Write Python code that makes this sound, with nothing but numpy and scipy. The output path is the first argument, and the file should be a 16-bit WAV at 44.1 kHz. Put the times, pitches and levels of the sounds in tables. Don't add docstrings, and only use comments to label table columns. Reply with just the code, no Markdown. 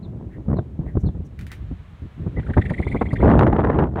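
import sys
import numpy as np
from scipy import signal
from scipy.fft import rfft, irfft, next_fast_len
from scipy.io import wavfile
from scipy.ndimage import uniform_filter1d, minimum_filter1d, map_coordinates

SR = 44100
rng = np.random.default_rng(int(sys.argv[2]) if len(sys.argv) > 2 else 0)


def persist_wave(psi):
    counts = np.round(np.clip(psi, -1, 1) * 32767).astype(np.int16)
    wavfile.write(sys.argv[1], SR, np.atleast_2d(counts).T)


N = 176400
HUSKINESS = 0.56


def rattle():
    # (time [s], pitch at the dip [Hz], level [dB])
    notes = [(2.394, 1750, -38.5), (2.427, 1480, -44.5), (2.463, 1400, -40), (2.498, 1630, -37.5),
             (2.534, 1581, -33), (2.573, 1649, -31.5), (2.612, 1748, -32.5), (2.654, 1850, -31.5),
             (2.695, 1844, -31.5), (2.736, 1907, -32.5), (2.778, 2012, -30), (2.823, 1993, -30.5),
             (2.87, 2057, -32.5), (2.914, 2003, -31), (2.96, 2050, -32.5), (3.009, 2040, -33.5),
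             (3.055, 2002, -34), (3.105, 1955, -35.5), (3.156, 1870, -32.5), (3.206, 2046, -33.5)]
    # (pitch [Hz], roughness [0-1])
    roughness = [(1550, 0.27), (1750, 0.59), (2000, 0.18)]
    # (frequency [Hz], level [dB])
    rasp_colour = [(1100, -14.5), (1900, 17), (2900, -3), (3550, 2), (4200, -19), (9000, -32.5)]
    hiss_colour = [(4200, 7), (5600, -22), (7400, 0), (8300, -4.5), (9200, 2.5), (10400, -20), (15000, -32)]
    hiss_s, hiss_db = 0.05, -26
    out, sizzle = np.zeros(N), np.zeros(N)
    shake, shimmer, rasp = wobble(700), wobble(780), amp(-1) * noise(rasp_colour)
    lengths = 0.41 * np.gradient(np.transpose(notes)[0])
    for (s, hz, db), length in zip(notes, lengths):
        rough = along(roughness, hz)
        u, env = arch(length)
        here = slice(round(s * SR), round(s * SR) + len(u))
        swoop = np.interp(u, [0, 0.34, 1], [243, 0, 250])
        swoop += 3 * rough * (swoop - swoop.mean())
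        phase = phase_of(hz + swoop) + rough * shake[here] / 2
        overtone = amp(-42.5 + 15 * rough) * env ** 2 * np.sin(2 * phase)
        tone = (np.sin(phase) + overtone) * (1 + rough * shimmer[here])
        add(out, s, amp(db) * env * (tone + rough * rasp[here]))
        add(sizzle, s + (length - hiss_s) / 2, amp(db + hiss_db) * arch(hiss_s)[1] * (1 - rough))
    grainy_hiss = unit(noise(hiss_colour) * amp(5 * wobble(330)))
    return out + sizzle * grainy_hiss


def pips():
    # (time [s], centre pitch [Hz], level [dB])
    calls = [(2.847, 3470, -54), (2.89, 3470, -54.5), (2.935, 3480, -50), (2.987, 3420, -51.5),
             (3.084, 3260, -52), (3.186, 3390, -52)]
    out, shake = np.zeros(N), HUSKINESS * wobble(410)
    u, env = arch(length_s=0.017)
    rise = 1 + 0.089 * (u - .5)
    for s, hz, db in calls:
        phase = phase_of(hz * rise) + shake[round(s * SR):][:len(u)]
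        add(out, s, amp(db) * env * np.sin(phase))
    return out * (1 + HUSKINESS * wobble(300))


def whistles():
    # (time [s], length [s], top pitch [Hz], level [dB])
    calls = [(2.363, 0.03, 2035, -36.5), (3.978, 0.021, 3700, -61)]
    out, arch_hz = np.zeros(N), 190
    for s, length, hz, db in calls:
        u, env = arch(length)
        phase = phase_of(hz - arch_hz * (2 * u - 1) ** 2) + HUSKINESS * wobble(330)[:len(u)]
        add(out, s, amp(db) * env * np.sin(phase))
    return out


def squeaks():
    # (time [s], length [s], level [dB])
    calls = [(2.696, 0.016, -55.5), (3.126, 0.022, -51), (3.222, .04, -59.5)]
    # (frequency [Hz], level [dB])
    colour = [(3600, -8), (4800, -0.5), (5700, -27), (6800, -8), (7900, -30.5), (9200, -2), (10500, -30),
              (15000, -29)]
    return puffs(calls, colour)


def wind():
    # (time [s], level [dB], brightness [dB/octave])
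    breeze = [(0, -31, -5), (1.05, -27.5, -5.5), (1.28, -32.5, -6), (1.73, -26.5, -13.5), (1.8, -37.5, -13),
              (2.14, -43, -12.5), (2.2, -23.5, -7.5), (2.55, -31.5, -6), (2.64, -24, -5.5),
              (3.21, -24.5, -4), (3.24, -8.5, 1.5), (3.43, -11, -2), (3.555, -18.5, 1), (3.75, -19, 0.55),
              (3.83, -15, 2.53), (3.9, -27, -3.5)]
    # (time [s], length [s], level [dB], brightness [dB/octave])
    eddies = [(0.483, 0.037, -16.5, -3.5), (0.53, 0.013, -15, -3), (0.556, 0.037, -20, -3.5),
              (0.587, .004, -14, -2.5), (0.792, 0.0044, -15.5, -7), (0.953, 0.0043, -12.5, -3.5),
              (0.969, 0.0024, -8, -4), (1.035, 0.04, -15, -8), (1.085, 0.007, -17.5, -5.5),
              (1.148, 0.0031, -23.5, -3), (1.196, 0.016, -20, -11), (1.711, 0.019, -22, -7),
              (2.021, 0.044, -27.5, -10), (2.264, 0.014, -17, -4.5), (2.369, 0.028, -16, -3.5),
              (2.48, 0.038, -20.5, -3.5), (2.568, .024, -7.5, -1), (2.707, 0.011, -10.5, -2),
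              (2.792, 0.015, -16.5, -2), (2.868, 0.003, -16, -2), (2.944, 0.018, -15.5, -0.5),
              (3.012, 0.015, -17.5, 2.5), (3.129, 0.016, -12, -4.5), (3.196, 0.013, -16.5, -1.5),
              (3.227, 0.014, -3, .5), (3.3, 0.014, -9.5, 4.5), (3.354, .003, -4, 1.5),
              (3.392, 0.0013, -24.5, 11), (3.41, 0.025, -13, 3.5), (3.468, 0.0078, -26.5, 6),
              (3.529, 0.0026, -11, 2), (3.585, 0.026, -18.5, 1), (3.641, 0.066, -20, 2),
              (3.784, 0.011, -16.5, 3.5), (3.958, 0.084, -25, 2.5)]
    # (frequency [Hz], level [dB])
    colour = [(18, -32.5), (35, -8.5), (65, 0.5), (135, -1.5), (300, -5), (500, -11.5), (1000, -19.5),
              (1900, -34.5), (2400, -47), (3300, -54), (5000, -76), (15000, -106)]
    pivot_hz, attack_s, release_s = 126.3, 0.00069, 0.0093
    level, bright = curves(breeze)
    crackle = 2 * np.tanh(wobble(300) / 2)
    sputter_db = -0.13 * level * (2 * np.tanh(wobble(36) / 2) - .5)
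    flow, out = noise(colour), np.zeros(N)
    for k in range(-1, 7):
        octaves = max(k, 0.4 * k)
        power = amp(level + sputter_db + bright * octaves) ** 2
        quick = 1 + .5 * octaves
        for s, length, db, tilt in eddies:
            t = np.arange(-SR // 20, int(length * SR) + SR // 20) / SR
            onset = (1 + np.tanh(t * quick / attack_s)) / 2
            release = (1 + np.tanh((length - t) * quick / release_s)) / 2
            add(power, s + t[0], amp(db + tilt * octaves) ** 2 * onset * release)
        band = octave_band(flow, pivot_hz, k)
        spikes = unit(amp(1.9 * octaves * crackle))
        out += (steadied(band) if k < 3 else band) * np.sqrt(power) * spikes
    return out


def clacks():
    # (time [s], level [dB])
    snaps = [(1.391, -39), (1.411, -39), (1.467, -38.5), (1.517, -31), (1.527, -43)]
    # (frequency [Hz], level [dB])
    colour = [(600, -17.5), (1800, 5.5), (2900, -3), (4500, -11), (6500, -15), (9000, -17), (12000, -18.5),
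              (15500, -21.5)]
    power, t = np.zeros(N), np.arange(SR // 5) / SR
    crack_t60_s, tail_t60_s = 0.013, 0.15
    crack, tail = amp(-60 * t / crack_t60_s), amp(-10 - 60 * t / tail_t60_s)
    for s, db in snaps:
        add(power, s, amp(db) ** 2 * (crack ** 2 + tail ** 2))
    return np.sqrt(power) * noise(colour)


def chirps():
    # (time [s], level [dB])
    calls = [(.024, -56), (.561, -56), (1.055, -54.5)]
    # (time [s], pitch [Hz])
    glide = [(0, 3700), (.009, 4270), (.018, 4050), (.04, 3250)]
    out, echo_s = np.zeros(N), 0.012
    at, hz = np.transpose(glide)
    u, env = arch(at[-1])
    pitch = np.interp(u * at[-1], at, hz)
    for s, db in calls:
        quaver = 1 + 0.028 * wobble(410)[:len(u)]
        note = amp(db) * env * np.sin(phase_of(pitch * quaver))
        add(out, s, note)
        add(out, s + echo_s, amp(-10) * note)
    return out * (1 + 0.12 * wobble(270))


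def squawks():
    # (time [s], length [s], level [dB])
    calls = [(.30, .085, -54.5), (.85, 0.079, -53.5), (1.49, 0.06, -47)]
    # (frequency [Hz], level [dB])
    throat = [(1000, -28.5), (1550, 1.5), (1950, 11.5), (2450, -10), (4500, -32.5)]
    return puffs(calls, throat)


def rustles():
    # (time [s], length [s], level [dB])
    stirs = [(.99, .04, -66), (1.245, .035, -66.5)]
    # (frequency [Hz], level [dB])
    colour = [(3500, -31.5), (5700, 3.5), (9000, -7.5), (14000, -16.5)]
    return puffs(stirs, colour)


def echo(x, t60_s=0.17):
    t = np.arange(SR // 2) / SR
    tail = rng.standard_normal(len(t)) * amp(-60 * t / t60_s)
    return signal.fftconvolve(x, tail / np.linalg.norm(tail))[:N]


def far_wash():
    # (time [s], level [dB])
    swell = [(0, -64), (1.25, -63), (1.55, -56.5), (2.5, -55), (4, -65.5)]
    # (frequency [Hz], level [dB])
    wash_colour = [(500, 4.5), (1200, 2), (2000, -1), (3000, -6), (4000, -10.5), (4800, -21), (7000, -24.5),
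                   (15000, -37)]
    hiss_colour = [(4000, -2), (7000, -1.5), (15500, -12)]
    return amp(curves(swell)[0]) * noise(wash_colour) + amp(-78) * noise(hiss_colour)


def amp(db):
    return 10 ** (np.asarray(db) / 20)


def unit(x):
    return x / np.sqrt(np.mean(x ** 2) + 1e-20)


def along(points, hz):
    f, v = np.transpose(points)
    return np.interp(np.log(hz + 1), np.log(f + 1), v)


def curves(rows):
    s, *cols = np.transpose(rows)
    return [np.interp(np.arange(N) / SR, s, c) for c in cols]


def wobble(rate):
    return map_coordinates(rng.standard_normal(8192), [np.arange(N) * rate / SR], mode="wrap")


def filtered(x, response):
    m = next_fast_len(N + SR // 2)
    return irfft(rfft(x, m) * response(np.fft.rfftfreq(m, 1 / SR)), m)[:N]


def octave_band(x, pivot_hz, k):
    return filtered(x, lambda hz: np.maximum(1 - abs(np.log2((hz + 1) / pivot_hz).clip(-1, 6) - k), 0))


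def steadied(band):
    swell = np.abs(signal.hilbert(band))
    return unit(band / (swell + 0.6 * swell.mean()) ** 0.2) * band.std()


def noise(colour):
    return unit(filtered(rng.standard_normal(N), lambda hz: amp(along(colour, hz))))


def add(track, s, sound):
    part = track[max(round(s * SR), 0):][:len(sound)]
    part += sound[:len(part)]


def arch(length_s):
    u = np.linspace(0, 1, int(length_s * SR))
    return u, np.abs(np.sin(np.pi * u)) ** 0.52


def phase_of(hz):
    return 2 * np.pi * np.cumsum(hz) / SR


def puffs(rows, colour):
    env = np.zeros(N)
    for s, length, db in rows:
        add(env, s, amp(db) * arch(length)[1] ** 2)
    return env * noise(colour)


def scene():
    near = rattle() + pips() + whistles() + clacks() + squeaks()
    far = chirps() + squawks() + rustles()
    wash = far_wash()
    scatter = echo(amp(-12) * near + amp(-13.5) * far)
    return (near + far + scatter + wash + wind())[None]


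def record(dry):
    ceiling, low_cut_hz, top_hz = 0.68, 42, 15800
    hold = int(0.008 * SR)
    gain = ceiling / np.maximum(np.abs(dry[0]), ceiling)
    gain = uniform_filter1d(minimum_filter1d(gain, hold), hold)
    return filtered(dry[0] * gain, lambda hz: (hz < top_hz) * np.tanh((hz / low_cut_hz) ** 2))[None]


dry = scene()
out = record(dry)
persist_wave(out)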